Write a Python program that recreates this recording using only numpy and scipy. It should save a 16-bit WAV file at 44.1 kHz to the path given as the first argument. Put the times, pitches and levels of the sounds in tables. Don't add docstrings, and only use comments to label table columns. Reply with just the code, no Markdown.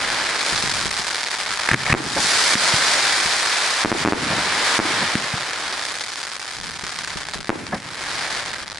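import sys
import numpy as np
from scipy import signal
from scipy.fft import rfft, irfft
from scipy.io import wavfile
from scipy.ndimage import uniform_filter1d, minimum_filter1d

SR = 44100
rng = np.random.default_rng(int(sys.argv[2]) if len(sys.argv) > 2 else 0)


def store_wav(level_fs):
    pcm = np.round(np.clip(np.atleast_2d(level_fs), -1, 1) * 32767)
    wavfile.write(sys.argv[1], SR, pcm.T.astype(np.int16))


N = 387638
TIME = np.arange(N) / SR
GROUND_S, GROUND_DB = .009, -3

# f/Hz, level/dB
POP_SPECTRUM = [(40, -19.5), (150, -20.5), (300, -11.5), (700, -6.5), (1200, -4.5), (1750, -3),
                (2350, -4.5), (2700, -8.5), (3050, -6.5), (3750, -2.5), (4750, 0), (6500, -4.5),
                (9500, -7.3), (11000, -12)]
# t/s, peak level/dB
LOUD_STARS = [(.118, -7), (.39, -9), (.4073, -6), (.462, -5), (.5588, -5), (.5764, -4), (.6233, -8),
              (.6744, -6), (.713, -6), (.7368, -7), (.8481, -6), (1.0667, -9), (1.1444, -5), (1.2302, -9),
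              (1.3073, -9), (2.3835, -2), (2.4415, -3), (5.532, -8), (5.7257, -9), (5.8501, -8),
              (6.008, -6.5), (6.1185, -12), (6.1568, -9), (6.229, -9), (6.2507, -11), (6.3164, -10),
              (6.5999, -11), (6.7892, -14), (6.866, -8.5), (6.9864, -11), (7.0349, -12), (7.0742, -10),
              (7.171, -10), (7.3346, -10), (7.404, -13.5), (7.4286, -15), (7.471, -15), (7.6661, -12),
              (7.7442, -13), (7.8013, -17), (8.2089, -10), (8.301, -10), (8.3485, -11), (8.4528, -11),
              (8.4597, -11), (8.531, -13), (8.6159, -15), (8.6787, -10.5), (8.699, -14), (8.7087, -15),
              (8.7164, -13), (8.7455, -15), (8.7718, -13)]


def amp(db):
    return 10 ** (np.asarray(db) / 20)


def unit(x):
    return x / np.sqrt(np.mean(x ** 2) + 1e-20)


def add(mix, s, sound):
    part = mix[..., round(s * SR):][..., :sound.shape[-1]]
    part += sound[..., :part.shape[-1]]


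def band(x, hz, kind, order=2):
    return signal.sosfilt(signal.butter(order, hz, kind, fs=SR, output="sos"), x)


def zero_phase(x, hz, kind, order):
    return signal.sosfiltfilt(signal.butter(order, hz, kind, fs=SR, output="sos"), x)


def convolve(x, response):
    return signal.oaconvolve(np.atleast_2d(x), np.atleast_2d(response), axes=1)[:, :x.shape[-1]]


def click(points, uneven_db=0, size=4096):
    hz, db = np.transpose(points)
    log_hz = np.log(abs(np.fft.fftfreq(size, 1 / SR)) + 1)
    bend = np.interp(log_hz, np.linspace(np.log(hz[0]), np.log(hz[-1]), 24), rng.standard_normal(24))
    log_gain = np.log(amp(np.interp(log_hz, np.log(hz), db) + uneven_db * bend))
    return np.fft.ifft(np.exp(np.conj(signal.hilbert(log_gain)))).real[:size // 2]


def stereo_noise(count, width):
    mid, side = rng.standard_normal((2, count))
    return unit(np.array([mid + width * side, mid - width * side]))


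def scatter(rise_s, t60, width):
    t = TIME[:min(round(1.2 * t60 * SR), 2 * SR)]
    cloud = stereo_noise(2 * SR, width)[:, :len(t)] * (1 - np.exp(-t / rise_s)) * amp(-60 * t / t60)
    return cloud / np.sqrt((cloud ** 2).sum() / 2)


def swell(s, hold_s, rise_db_per_s, fade_db_per_s):
    rise_db = np.minimum(TIME - s, 0) * rise_db_per_s
    fade_db = np.maximum(TIME - s - hold_s, 0) * fade_db_per_s
    return np.maximum(rise_db - fade_db, -150)


def thuds_and_rumble(rumble_db=-54.5):
    # f/Hz, level/dB
    boom_spectrum = [(20, -7), (60, -0.5), (130, 1.5), (220, -2), (400, -7), (1000, -35), (4000, -66)]
    # t/s, peak level/dB
    far_bursts = [(.525, -22), (.638, -22), (.672, -30), (0.856, -20), (.995, -26), (3.257, -22.5),
                  (6.835, -26.5), (7.158, -23.5), (7.357, -25), (7.391, -27)]
    # t/s, length/s, level/dB
    low_rolls = [(0, 0.13, -41), (.55, 0.24, -37.5), (1.485, 0.092, -46.5), (1.76, 0.1, -43),
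                 (2.848, 0.34, -48), (5.616, 0.1, -52), (6.597, 0.073, -40.5), (6.962, 0.48, -46),
                 (8.007, 0.63, -45.5)]
    thuds, boom = np.zeros(N), click(boom_spectrum)
    for s, db in far_bursts:
        add(thuds, s, amp(db) * boom / abs(boom).max())
    roll_power = sum(amp(db + swell(s, length_s, rise_db_per_s=220, fade_db_per_s=47)) ** 2
                     for s, length_s, db in low_rolls)
    rumble = unit(convolve(stereo_noise(N, 0.73), boom)) * np.sqrt(roll_power + amp(rumble_db) ** 2)
    return thuds + amp(2.5) * convolve(thuds, scatter(0.00047, 0.16, width=1.0)) + rumble


def star(direction, lead_s=.000017, pan_db=1.8, near_db=-3.0, bounce_db=-10, tail_db=-14):
    sides, hz = np.array([[direction], [-direction]]), np.fft.rfftfreq(2048, 1 / SR)
    spectrum = rfft(np.roll(click(POP_SPECTRUM, uneven_db=2), 48))
    spectrum *= np.exp(1j * rng.uniform(0, .5))
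    pop = np.zeros((2, 8192))
    add(pop, 0, irfft(spectrum * amp(pan_db * sides) * np.exp(2j * np.pi * hz * lead_s * sides)))
    bright = band(pop, [2000, 10000], "band", order=1)
    out = pop + amp(near_db) * convolve(bright, scatter(0.000093, 0.014, width=1.0))
    add(out, GROUND_S * rng.uniform(.7, 1.2), amp(bounce_db) * pop)
    return out + amp(tail_db) * convolve(pop, scatter(0.0061, 0.16, width=0.075))


def star_clouds(bloom_s=.77, treble_db=-4.5, sparkle_db=-1):
    # burst t/s, level/dB, spread in time/s, pop rate/(1/s)
    clouds = [(-.57, -23.5, 0.24, 1800), (1.94, -21.5, 0.27, 3130), (3.962, -21.5, 0.31, 4960),
              (4.79, -28, 0.23, 1200), (7.496, -27.5, 0.19, 1480)]
    straggler_db, straggler_pops_per_s = -42, 110
    yield straggler_db, 0, 0, treble_db, 0, straggler_pops_per_s
    for s, db, spread_s, pops_per_s in clouds:
        alight = np.exp(-.5 * ((TIME - s - bloom_s) / spread_s) ** 2)
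        yield db, 10 * np.log10(alight + 1e-12), 0, treble_db, sparkle_db, pops_per_s


def comet_tails(bass_db=-4, sparkle_db=-0.9, flare_s=.52, flare_rise_s=0.14):
    # launch t/s, catch delay/s, burnout delay/s, level/dB, treble/dB, pop rate/(1/s), flare/dB
    comets = [(-.07, 0.55, 2.05, -26, 1, 700, 2), (1.729, 0.54, 2.26, -21.5, 3, 3000, 1),
              (2.555, .52, 2.5, -28, -2, 1600, 2.5), (5.154, 0.69, 2.18, -33.5, 2, 340, 3.5)]
    fading_db_per_s, dulling_db_per_s = 1.6, 3.5
    for s, catch_s, burn_s, db, treble_db, pops_per_s, flare_db in comets:
        climbed_s = np.maximum(TIME - s - catch_s, 0)
        flare = np.clip((TIME - s - burn_s + flare_s) / flare_rise_s, 0, 1)
        alight_db = swell(s + catch_s, burn_s - catch_s, rise_db_per_s=72, fade_db_per_s=65.5)
        life_db = alight_db - fading_db_per_s * climbed_s + flare_db * flare
        yield db, life_db, bass_db, treble_db - dulling_db_per_s * climbed_s, sparkle_db, pops_per_s


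def flurries(edge_db_per_s=900, pops_per_s=810):
    # t/s, length/s, level/dB
    bunches = [(0.109, 0.1, -40), (2.487, 0.054, -16), (4.648, 0.14, -28), (7.172, 0.012, -45),
               (7.343, 0.0071, -34), (7.478, 0.008, -41), (8.007, 0.24, -39), (8.312, 0.089, -37.5),
               (8.584, 0.05, -41)]
    for s, length_s, db in bunches:
        yield db, swell(s, length_s, edge_db_per_s, edge_db_per_s), 0, 0, 0, pops_per_s


def burning():
    power, rate = np.zeros((4, N)), 0
    for db, life_db, bass_db, treble_db, sparkle_db, pops in (*star_clouds(), *comet_tails(), *flurries()):
        life = amp(life_db) ** 2
        for k, band_db in enumerate((bass_db, 0, treble_db, treble_db + sparkle_db)):
            power[k] += life * amp(db + band_db) ** 2
        rate = rate + pops * life ** .92
    return *np.sqrt(power), rate


def volleys(lull_s=.012, lull_db=-6.0, fragments_db=3.0, fragments_s=0.011):
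    db = np.zeros(N)
    for s, _ in LOUD_STARS:
        add(db, s - lull_s, np.full(round(lull_s * SR), lull_db))
        add(db, s, fragments_db * np.exp(-TIME[:4096] / fragments_s))
    return amp(db)


def crackle(spread_db=2.5, hiss_db=-18, patches=40, steady_s=.03):
    bass_gain, middle_gain, treble_gain, sparkle_gain, rate = burning()
    uneven = volleys() ** np.minimum(700 / rate, 1)
    largest = np.clip(2.9 + .9 * np.log(rate / 400), 2.7, 4.8)
    popped = rng.random(N) < rate / SR
    size = amp(spread_db * np.minimum(rng.exponential(1, N), largest)) * popped / np.sqrt(rate)
    window = round(steady_s * SR)
    energy = uniform_filter1d(uniform_filter1d(unit(size) ** 2, window), window)
    size = size * uneven / (energy + .1) ** .22
    patch = rng.integers(0, patches, N)
    pops = sum(convolve(size * (patch == k), star(direction))
               for k, direction in enumerate(np.linspace(-1, 1, patches)))
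    hiss = unit(convolve(stereo_noise(N, 0.095), click(POP_SPECTRUM)))
    sky = band(unit(pops) + amp(hiss_db) * hiss, 52, "high")
    low = zero_phase(sky, 3200, "low", order=3)
    bass = zero_phase(unit(low), 650, "low", order=2)
    sparkle = zero_phase(unit(sky - low), 7000, "high", order=3)
    middle, treble = unit(low) - bass, unit(sky - low) - sparkle
    return bass_gain * bass + middle_gain * middle + treble_gain * treble + sparkle_gain * sparkle


def snaps():
    out = np.zeros((2, N))
    for s, db in LOUD_STARS:
        pop = band(star(rng.uniform(-1, 1)), [350, 3500], "band", order=1)
        add(out, s, amp(db) * pop / abs(pop).max())
    return out


def spits(rush_db=-1, fizz_db=-9):
    # t/s, level/dB, length/s, rasp f/Hz, growl level/dB
    spits_and_cracks = [(1.6872, -9, .005, 1700, -23), (1.706, -19, .008, 2000, -36),
                        (1.7138, -8, .004, 1650, -18), (1.719, -25, .015, 1500, -21),
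                        (1.7335, -10, .008, 1900, -15), (1.7405, -4, .0065, 1900, -12),
                        (1.746, -28, .012, 1500, -17), (1.862, -18.5, .008, 2000, -40),
                        (1.869, -24, .026, 1100, -42), (1.895, -15.5, .013, 1750, -30),
                        (1.906, -20, .019, 1800, -28), (1.9225, -6, .0095, 2100, -19)]
    out = np.zeros((2, N))
    for s, db, length_s, hz, growl_db in spits_and_cracks:
        count = round(length_s * SR)
        rasp = band(stereo_noise(2048, .2), [.8 * hz, 1.2 * hz], "band", order=3)[:, -count:]
        rush = band(band(stereo_noise(2048, .2), 2500, "low", order=6), 550, "high")[:, -count:]
        growl = band(stereo_noise(2048, .1), [70, 320], "band", order=4)[:, -count:]
        fizz = band(stereo_noise(count, 0.66), [3000, 6500], "band", order=1)
        spit = unit(unit(rasp) + amp(rush_db) * unit(rush) + amp(fizz_db) * unit(fizz))
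        add(out, s, (amp(db) * spit + amp(growl_db) * unit(growl)) * signal.windows.tukey(count, .5))
    return out


def launches(thump_s=0.0027, echo_hz=140, echo_width_s=0.004, echo_delay_s=.1875):
    # t/s, thump level/dB, thump f/Hz, crack level/dB, echo level/dB
    shots = [(1.714, -3, 167, 0, -15.5), (1.7337, -3, 150, 3, -16), (1.7429, 3, 135, 6, -4),
             (2.5540, 0.5, 215, 6.5, -14.5), (5.154, 0, 205, 0, -17)]
    out, t = np.zeros((2, N)), TIME[:2048]
    ring = np.exp(-t / thump_s) * (1 - np.exp(-t / 0.00057))
    crack = band(np.cos(2 * np.pi * 1750 * t) * np.exp(-t / 0.00051), 11000, "low")
    echo_shape = np.exp(-(t / echo_width_s - 1) ** 2)
    echo = -np.sin(2 * np.pi * echo_hz * (t - echo_width_s / 2)) * echo_shape
    for s, thump_db, thump_hz, crack_db, echo_db in shots:
        thump = ring * np.cos(2 * np.pi * thump_hz * t)
        add(out, s, amp(thump_db) * thump + amp(crack_db) * crack)
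        add(out, s + echo_delay_s - echo_width_s, amp(echo_db) * echo)
    return out + amp(-8.0) * convolve(band(out, [125, 280], "band"), scatter(0.0022, 0.33, width=0.19))


def roll(start_hz=433, end_hz=140, sink_s=0.13, width_hz=170, rise_s=0.0078, fade_db_per_s=45):
    t = TIME[:SR]
    centre_hz = end_hz + (start_hz - end_hz) * np.exp(-t / sink_s)
    carrier = np.exp(2j * np.pi * np.cumsum(centre_hz) / SR)
    boom = (carrier * band(stereo_noise(SR, 0.13) / carrier, width_hz / 2, "low")).real
    lumps_db = 4.5 * unit(band(rng.standard_normal(SR), 25, "low"))
    return unit(band(boom, 68, "high")) * (1 - np.exp(-t / rise_s)) * amp(lumps_db - fade_db_per_s * t)


def blast_wave(push_s=.00098, rebound_hz=320, rebound_s=0.0017):
    t = TIME[:2048]
    decay = np.exp(-t / push_s)
    rebound = np.cos(2 * np.pi * rebound_hz * t) * (1 - decay) * np.exp(-t / rebound_s)
    return (1 - t / push_s) * decay + 0.23 * rebound


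def bursts(near_db=-15, early_db=-16, roll_db=-44, tail_db=-11):
    # t/s, peak level/dB, ground bounce delay/s, late echo delay/s, late echo gain/dB
    shells = [(1.9406, 13.5, 0.0087, 0.22, -15), (3.8482, 13, 0.0096, .235, -26),
              (3.9174, 13, .009, 0.21, -18), (4.0501, 10, 0.01, 0.25, -14), (4.0593, 2, 0.0093, 0.21, -14),
              (4.0756, 7.5, .0101, .245, -13), (4.1233, 11.5, .0098, .248, -16.5),
              (4.7913, 10.5, 0.0089, 0.22, -14.5), (7.4937, 11.5, .009, .227, -14)]
    # f/Hz, level/dB
    blast_spectrum = [(20, 8), (100, -1), (210, 5), (320, 8), (480, 3.5), (800, 8), (1500, 10.5),
                      (2300, 9.5), (2900, 3), (5000, 1), (11000, -2)]
    # delay/s, gain/dB
    slaps = [(.031, -14.5), (.059, -20.5), (.108, -29)]
    # f/Hz, gain/dB
    echo_colour = [(60, 0), (200, 2.5), (340, -4.5), (550, 2.5), (950, 4.5), (1250, -2.5), (1800, 6),
                   (2500, -10), (6000, -15)]
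    # f/Hz, gain/dB
    tail_colour = [(25, -32), (90, 3.5), (200, -6.5), (450, -8.5), (1000, -6.5), (2200, 1), (5000, 8.5)]
    out = np.zeros((2, N))
    for s, db, ground_s, echo_s, echo_db in shells:
        wave = convolve(np.pad(blast_wave(), (0, SR)), click(blast_spectrum))[0]
        wave = amp(db) * wave / wave.max()
        dull = band(band(wave, 2200, "low"), 230, "high")
        add(out, s, wave + amp(near_db) * convolve(wave, scatter(0.0032, 0.2, width=1.0)))
        add(out, s + ground_s, amp(GROUND_DB) * band(wave, 6500, "low", order=1))
        add(out, s + 0.019, amp(early_db) * convolve(dull, scatter(0.0017, 0.29, width=0.95)))
        for delay_s, slap_db in slaps:
            slap = convolve(band(dull[:4096], 980, "low"), scatter(.002, 0.022, width=0.58))
            add(out, s + delay_s, amp(slap_db) * slap)
        echo = convolve(convolve(wave, click(echo_colour)), scatter(0.033, 0.093, width=0.14))
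        add(out, s + echo_s, amp(echo_db) * echo)
        add(out, s, amp(db + roll_db) * roll())
        tail = convolve(convolve(wave, click(tail_colour)), scatter(0.0034, 2.26, width=0.44))
        add(out, s, amp(tail_db) * tail)
    return out


def scene():
    return crackle() + snaps() + band(bursts() + launches(), 30, "high") + spits() + thuds_and_rumble()


def limiter(x, ceiling_db=-1.44, release_s=0.042, reach_s=.015, ramp_s=.003):
    over_db = np.maximum(20 * np.log10(abs(x).max(0) + 1e-9) - ceiling_db, 1e-9)
    over_db = -minimum_filter1d(-over_db, round(reach_s * SR))
    held_db = np.exp(np.maximum.accumulate(np.log(over_db) + TIME / release_s) - TIME / release_s)
    return x * amp(-uniform_filter1d(held_db, round(ramp_s * SR)))


def record(dry, shelf_hz=11100, shelf_db=-22.5, top_hz=15200):
    limited = limiter(dry)
    lowpasses = (signal.firwin(301, hz, window=("kaiser", 9), fs=SR) for hz in (shelf_hz, top_hz))
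    body, whole = (signal.oaconvolve(limited, taps[None], "same") for taps in lowpasses)
    return body + amp(shelf_db) * (whole - body)


dry = scene()
out = record(dry)
store_wav(out)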